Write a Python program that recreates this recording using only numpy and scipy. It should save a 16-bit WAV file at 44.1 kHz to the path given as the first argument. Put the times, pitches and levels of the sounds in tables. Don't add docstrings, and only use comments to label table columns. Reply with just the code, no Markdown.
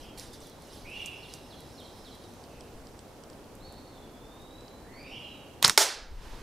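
import sys
import numpy as np
from scipy import signal
from scipy.fft import rfft, irfft, next_fast_len
from scipy.io import wavfile
from scipy.ndimage import uniform_filter1d

SR = 44100
rng = np.random.default_rng(int(sys.argv[2]) if len(sys.argv) > 2 else 0)


def level_to_linear(level):
    exponent = np.asarray(level, float) / 20
    return 10 ** exponent


def pcm_store(signal):
    levels = np.round(np.clip(np.atleast_2d(signal), -1, 1) * 32767)
    wavfile.write(sys.argv[1], SR, levels.astype(np.int16).T)


N = 283518


def unit(x):
    return x / np.sqrt(np.mean(x ** 2) + 1e-20)


def along(points, hz):
    f, v = np.transpose(points)
    return np.interp(np.log(hz + 1), np.log(f + 1), v)


def filtered(x, response):
    m = next_fast_len(x.shape[-1] + 8192)
    spectrum = rfft(x, m) * response(np.fft.rfftfreq(m, 1 / SR))
    return irfft(spectrum, m)[..., :x.shape[-1]]


def noise(spectrum, alike, patchy_db=1, size=N):
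    z = signal.stft(rng.standard_normal((2, size + 512)), nperseg=256)[2]
    patches = uniform_filter1d(rng.standard_normal(z.shape[1:]), 4, 0)
    patches = unit(uniform_filter1d(patches, 8, 1))
    pair = signal.istft(z * level_to_linear(patchy_db * patches), nperseg=256)[1][:, :size]

    def mid_side_gain(hz):
        turn = np.arccos(np.clip(along(alike, hz), -1, 1)) / 2
        return level_to_linear(along(spectrum, hz)) * [np.cos(turn), np.sin(turn)]

    mid, side = filtered(pair, mid_side_gain)
    return unit(np.array([mid + side, mid - side]))


def pan(db):
    return level_to_linear([[db / 2], [-db / 2]])


def add(track, s, sound):
    part = track[..., round(s * SR):][..., :sound.shape[-1]]
    part += sound[..., :part.shape[-1]]


def swells(rows):
    t = np.arange(N) / SR
    levels = [db - 20 * np.maximum((s - t) / rise_s, (t - s) / fall_s) for s, db, rise_s, fall_s in rows]
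    return level_to_linear(np.max(levels, axis=0))


def burst(hz, octaves, t60):
    t = np.arange(4096) / SR
    x = filtered(rng.standard_normal(4096), lambda f: np.exp(-.5 * (np.log2((f + 1) / hz) / octaves) ** 2))
    x = x * level_to_linear(-60 * t / t60) * (1 - np.exp(-t / 0.00014))
    return x / np.abs(x).max()


def whistle(notes, shift_s=0, gain_db=0, fade_s=0.0021):
    out = np.zeros(N)
    for note in notes:
        s, hz, db, burr_hz = np.transpose(note)
        t = np.arange(s[0], s[-1], 1 / SR)
        fade = np.minimum(1, np.minimum(t - s[0], s[-1] - t) / fade_s)
        shake = unit(uniform_filter1d(rng.standard_normal(2 * SR), 60))[:len(t)]
        pitch_hz = np.interp(t, s, hz) + shake * np.interp(t, s, burr_hz)
        tone = np.sqrt(2) * np.sin(2 * np.pi * np.cumsum(pitch_hz) / SR)
        add(out, max(0, s[0] + shift_s), fade * level_to_linear(np.interp(t, s, db) + gain_db) * tone)
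    return out


def burred(note, burr_hz):
    return [(*row, burr_hz) for row in note]


def glides(rows, burr_hz, knee, done, onset_db, end_db):
    notes = []
    for s, length, hz, last_hz, db in rows:
        onset = (s, hz, db + onset_db)
        loudest = (s + knee * length, hz + done * (last_hz - hz), db)
        end = (s + length, last_hz, db + end_db)
        notes.append(burred([onset, loudest, end], burr_hz))
    return notes


def calls_up(rows, sag, fade_db):
    effort_db_per_octave, hold_s, climb_burr_hz, hold_burr_hz = 21, .18, 125, 95
    notes = []
    for s, climb, hz, top_hz, db in rows:
        start_db = db - effort_db_per_octave * np.log2(top_hz / hz)
        notes.append([(s, hz, start_db, climb_burr_hz),
                      (s + climb, top_hz, db, climb_burr_hz),
                      (s + climb + hold_s, sag * top_hz, db - fade_db, hold_burr_hz)])
    return notes


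def among_trees(x, direct_db, t60, pan_db, alike):
    t = np.arange(SR) / SR
    a, b = rng.standard_normal((2, SR)) * level_to_linear(-60 * t / t60) * (1 - np.exp(-t / 0.0033))
    tail = np.array([a + alike * b, a - alike * b]) / np.linalg.norm(a)
    scattered = signal.fftconvolve(x[None], tail, axes=1)[:, :N]
    return pan(pan_db) * (level_to_linear(direct_db) * x + scattered)


def background():
    # [f/Hz, level/dB per Hz]
    air = [(12, -37), (20, -3.5), (98, -0.5), (185, -4), (266, -0.5), (352, -3), (534, -4), (649, -7),
           (833, -7.5), (1130, -13.5), (1920, -21), (5230, -25.5), (14200, -32), (15500, -31.5)]
    # [f/Hz, likeness 0..1]
    likeness = [(60, 0.9), (240, 0.93), (950, 0.84), (3770, 0.26), (15000, 0.26)]
    return level_to_linear(-49) * noise(air, likeness, patchy_db=0.75)


def buffet():
    # [t/s, peak level/dB, fall by 20 dB/s]
    puffs = [(0, -46, .25), (.27, -52, .5), (.84, -49, .25), (1.98, -60, .8), (2.57, -56, .3),
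             (2.78, -44, 0.15), (3.35, -58, .3), (3.6, -54, .4), (4.0, -62, 2), (4.54, -56, .3),
             (4.93, -54, .15), (5.08, -56, .4), (5.64, -51, .12), (6.03, -50, .12), (6.13, -39, .35),
             (6.24, -41, .3), (6.35, -41, 0.5)]
    rumble = [(15, -4.5), (30, -0.5), (60, -9.0), (110, -24.0), (200, -59)]  # (f/Hz, level/dB per Hz)
    stir = noise(rumble, [(30, 0.97)], patchy_db=0.5)
    rise_share = .45
    return swells([(s, db, rise_share * fall_s, fall_s) for s, db, fall_s in puffs]) * stir


def rustle():
    # [t/s, peak level/dB, rise by 20 dB/s, fall by 20 dB/s]
    moves = [
        (0, -60.5, .01, 0.2),
        (.178, -51, .008, .2),
        (.335, -55.5, .015, 0.08),
        (.42, -59, .05, 0.2),
        (.755, -59.5, 0.33, .3),
        (1.01, -62, .5, 0.6),
        (1.35, -60, 0.3, .15),
        (2.05, -66.5, 6.0, 2.5),
    ]
    # [f/Hz, level/dB per Hz]
    cloth = [(880, -46), (1500, -10), (1950, -6), (2620, -14), (3870, -3), (6010, -3.5), (6820, -10.5),
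             (10500, -10), (15500, -21.5)]
    # [t/s, peak level/dB, centre f/Hz]
    ticks = [(0.185, -35, 8420), (0.197, -28, 6900), (0.334, -41.5, 7940), (0.393, -55, 8090),
             (0.405, -40, 7420), (0.4707, -40, 10300), (0.4977, -41, 10600), (0.585, -53, 7460),
             (0.6217, -41, 9810), (0.9, -41, 7970), (1.06, -23.5, 7100), (1.3384, -27, 6650),
             (1.6055, -37, 9010), (1.8022, -41, 9100), (1.9603, -47, 11700), (2.152, -41, 8200),
             (2.3375, -48, 8340), (3.553, -41.5, 10200), (3.7244, -39.5, 9730), (4.0022, -54, 9610),
             (4.4198, -50, 8860), (5.0294, -52, 8560)]
    # [t/s, peak level/dB, rise by 20 dB/s, fall by 20 dB/s]
    arm = [(6.25, -53.5, .22, 5)]
    # [f/Hz, level/dB per Hz]
    sleeve = [(410, -33), (700, -17), (895, -2), (1010, -5), (1100, -6), (1240, -8), (5020, -14),
              (15500, -34.5)]
    out = level_to_linear(5) * swells(moves) * noise(cloth, [(5000, 1.0)], patchy_db=2.5)
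    out = out + swells(arm) * noise(sleeve, [(3000, .9)], patchy_db=0.0)
    for s, db, hz in ticks:
        snap = level_to_linear(db) * burst(hz, octaves=0.46, t60=0.0019)
        crackle = level_to_linear(db - 15.5) * burst(hz, octaves=.8, t60=0.1)
        add(out, s, snap + crackle)
    return out * pan(-1.3)


def whistler():
    # [t/s, f/Hz, level/dB]
    slur = [
        (3.6, 3600, -67),
        (3.625, 4180, -62),
        (3.66, 4430, -55.5),
        (3.74, 4390, -69.5),
        (3.9, 4370, -77),
        (3.975, 3480, -66),
        (4.12, 3380, -70),
        (4.45, 3800, -64.5),
        (4.7, 4060, -66.5),
    ]
    # [t/s, length/s, first f/Hz, last f/Hz, level/dB]
    clear = [
        (4.93, .11, 4280, 4920, -59.5),
        (5.23, .15, 4120, 3780, -66.5),
        (.17, .23, 3850, 3400, -68),
        (4.7, .14, 4050, 3980, -73),
    ]
    # [t/s, length/s, first f/Hz, last f/Hz, level/dB]
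    hoarse = [
        (5.05, 0.17, 4950, 5750, -65),
        (3.63, .22, 3920, 4020, -65.5),
        (3.9, .09, 4200, 3500, -67),
        (2.46, .3, 2650, 2750, -67),
        (0, .14, 3000, 2900, -57),
    ]
    notes = [burred(slur, burr_hz=42)]
    notes += glides(clear, burr_hz=35, knee=.6, done=.62, onset_db=-3.5, end_db=-1.0)
    notes += glides(hoarse, burr_hz=280, knee=.35, done=.45, onset_db=-5, end_db=-8)
    return among_trees(whistle(notes, gain_db=1.0), direct_db=-1.0, t60=1.0, pan_db=0.5, alike=0.19)


def singer():
    # [t/s, level/dB]
    repeats = [(0.431, -61.5), (.7, -60), (0.959, -57.5), (1.225, -55.5), (1.501, -56), (1.775, -54),
               (2.045, -55)]
    # [t after its start/s, length/s, first f/Hz, last f/Hz, level/dB]
    motif = [
        (-.09, .09, 5140, 5350, -10),
        (0, .05, 4573, 3180, 0),
        (.062, .03, 4400, 3900, -4),
    ]
    # [t after phrase start/s, length/s, first f/Hz, last f/Hz, level/dB]
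    ending = [(.092, .035, 3880, 3850, -6)]
    phrase = glides(motif, burr_hz=140, knee=.65, done=.9, onset_db=-1.5, end_db=-2.5)
    phrase += glides(ending, burr_hz=50, knee=.3, done=.4, onset_db=-1.5, end_db=-4)
    song = sum(whistle(phrase, s, db) for s, db in repeats)
    return among_trees(song, direct_db=-1.0, t60=0.98, pan_db=-1.0, alike=0.15)


def caller():
    # [t/s, climb/s, first f/Hz, top f/Hz, top level/dB]
    main_voice = [
        (.845, .11, 2177, 2860, -43),
        (5.035, .1, 2383, 2910, -47.5),
    ]
    # [t/s, climb/s, first f/Hz, top f/Hz, top level/dB]
    side_voice = [
        (.86, .12, 2750, 3380, -54),
        (.95, .07, 2400, 2410, -54),
        (4.84, .19, 1745, 2380, -54),
        (5.11, 0.052, 2960, 3200, -49),
        (.66, 0.033, 2950, 2950, -66),
        (5.035, .025, 3340, 3710, -65),
    ]
    notes = calls_up(main_voice, sag=.96, fade_db=6.5) + calls_up(side_voice, sag=0.98, fade_db=21)
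    return among_trees(whistle(notes, fade_s=.008), direct_db=-3, t60=1.1, pan_db=-0.8, alike=0.34)


def creaks():
    # [t/s, peak level/dB, top mode relative level/dB]
    slips = [(2.2394, -49, -10), (2.4387, -48, -1), (2.4514, -53, -16), (2.6079, -44.5, -2.5),
             (2.6383, -58, -9), (2.8698, -45, -4), (2.9916, -45, 0), (3.237, -46, -3), (3.3, -47.5, 1),
             (3.331, -51, -19), (3.442, -53, -15), (4.608, -52, -2), (4.681, -47, -22)]
    out = np.zeros(N)
    for s, db, top_db in slips:
        add(out, s, level_to_linear(db - 10.5) * burst(3160, octaves=0.084, t60=0.034))
        add(out, s, level_to_linear(db + 3.5) * burst(4900, octaves=0.18, t60=0.0091))
        add(out, s, level_to_linear(db + top_db) * burst(7970, octaves=0.089, t60=0.0083))
    return out * pan(-.6)


def release():
    # [t/s, peak level/dB, centre f/Hz, t60/s, low thump level/dB]
    slap_rows = [(5.6269, -7.5, 3000, 0.0043, -20), (5.633, -26, 4000, .01, -28),
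                 (5.6436, -12, 4000, 0.0074, -15.5), (5.6468, -8, 7000, 0.012, -17.5),
                 (5.649, -10, 9500, .007, -14), (5.657, -11, 4840, .014, -24),
                 (5.6638, -17, 4470, .02, -29), (5.6792, -7, 9000, .005, -21),
                 (5.685, -23.5, 6000, .015, -22), (5.6964, -5, 4800, .007, -12),
                 (5.706, -25, 5000, .006, -29)]
    # [f/Hz, width/Hz, level/dB]
    modes = [(130, 110, -2.5), (434, 74, -4.5), (1130, 570, -2)]
    # [f/Hz, level/dB per Hz]
    rubber = [(35, -37), (60, -8), (285, -5.5), (546, -7), (791, -4.5), (1550, -5), (2910, -6.5),
              (5840, -2.5), (10200, -15), (15500, -21)]
    # [t/s, peak level/dB, rise by 20 dB/s, fall by 20 dB/s]
    flaps = [
        (5.626, -29, .01, .1),
        (5.636, -29, .02, .1),
        (5.652, -23, .02, .09),
        (5.705, -31.5, .3, .06),
        (5.745, -46, .1, .12),
    ]
    # [t/s, f/Hz, level/dB]
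    squeal = [
        (5.6458, 3180, -20),
        (5.6469, 3800, -3.5),
        (5.6478, 5170, -11.5),
        (5.65, 5200, -15),
        (5.6518, 5000, -23),
    ]
    slip_s = 5.6205
    slap_spread_hz = 20.3
    slaps, pushes = np.zeros(N), np.zeros(N)
    for s, db, hz, t60, thump_db in slap_rows:
        add(slaps, s, level_to_linear(db) * burst(hz, slap_spread_hz / (t60 * hz), t60))
        add(pushes, s, level_to_linear(thump_db + 20.5) * burst(1050, 3.7, 0.0042))

    def fork(f):
        return sum((-1) ** k * level_to_linear(db) * 1j * f * width / (centre * centre - f * f + 1j * f * width)
                   for k, (centre, width, db) in enumerate(modes))

    thumps = filtered(pushes, fork)
    chirp = whistle([burred(squeal, burr_hz=150)], fade_s=0.00021)
    loosened = np.clip((np.arange(N) / SR - slip_s) / .007, 0, 1) ** 2
    flapping = swells(flaps) * loosened * noise(rubber, [(3000, 0.93)], patchy_db=2.1)
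    return (slaps + chirp + thumps + flapping) * pan(-.3)


def strike():
    # [f/Hz, level/dB per Hz]
    impact = [(88, -46), (150, -3.5), (1060, -2), (1830, -8), (2230, 2), (2500, -9.5), (3340, -2.5),
              (5330, 1.5), (12800, -8.5), (15500, -21)]
    # [f/Hz, level/dB, t60/s]
    wood = [(350, -31, 0.031), (876, -25.5, 0.21), (1440, -20.5, .05)]
    # [f/Hz, level/dB per Hz]
    answer = [(88, -60), (150, -28), (420, -3), (1000, -3.5), (1110, -8.5), (1420, -2.5), (2920, -7.5),
              (5030, -1.5), (10100, -9), (15500, -21.5)]
    # [f/Hz, t60/s]
    answer_t60 = [(250, 0.58), (1000, 0.56), (3000, 0.53), (5000, 0.47), (8000, 0.33), (12000, 0.25)]
    t = np.arange(SR) / SR
    crack = noise(impact, [(3000, 1.0)], size=SR) * (level_to_linear(-9 - 60 * t / 0.0092) + level_to_linear(-12.5 - 60 * t / 0.079))
    ring = sum(level_to_linear(db - 60 * t / t60) * np.sin(2 * np.pi * hz * t) for hz, db, t60 in wood)
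    scatter = noise(answer, [(3000, 0.96)], patchy_db=1.0, size=SR)
    hz, frames, z = signal.stft(scatter, SR, nperseg=256)
    decay = level_to_linear(-60 * np.maximum(frames - .05, 0) / along(answer_t60, hz)[:, None])
    echo = signal.istft(z * decay, SR, nperseg=256)[1][:, :SR]
    swell = (1 - np.exp(-t / 0.0041)) * (1 + 0.65 * np.exp(-((t - .04) / 0.018) ** 2))
    echo = level_to_linear(-25) * echo * swell
    thin = signal.butter(6, 300, "high", fs=SR, output="sos")
    out = np.zeros((2, N))
    add(out, 5.7765, signal.sosfilt(thin, crack + ring + echo))
    return out * pan(-.1)


def scene():
    surroundings = background() + whistler() + singer() + caller()
    near = buffet() + rustle() + creaks()
    shot = release() + strike()
    t = np.arange(N) / SR
    duck = level_to_linear(-7.5 * (t > 5.65) * np.exp(-np.maximum(t - 6.17, 0) / 0.045))
    return duck * surroundings + near + shot


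def top_cut(x):
    return signal.sosfilt(signal.butter(12, 15640, fs=SR, output="sos"), x)


def record(dry):
    # [f/Hz, left minus right level/dB]
    lean = [(60, 1), (180, 2.5), (550, -2), (1650, -2.0), (4970, -2.5), (10000, -3), (15000, -0.6)]
    # [f/Hz, level/dB]
    capsule = [(12000, 0), (14500, -1), (15600, -5.5)]
    top_hz = 15650
    ports = filtered(dry, lambda hz: level_to_linear(along(lean, hz) * np.array([[.5], [-.5]])))
    held = ports / (1 + np.abs(ports / 1.05) ** 8) ** (1 / 8)
    mix = filtered(held, lambda hz: level_to_linear(along(capsule, hz)) * (hz < top_hz))
    return top_cut(mix)


dry = scene()
out = record(dry)
pcm_store(out)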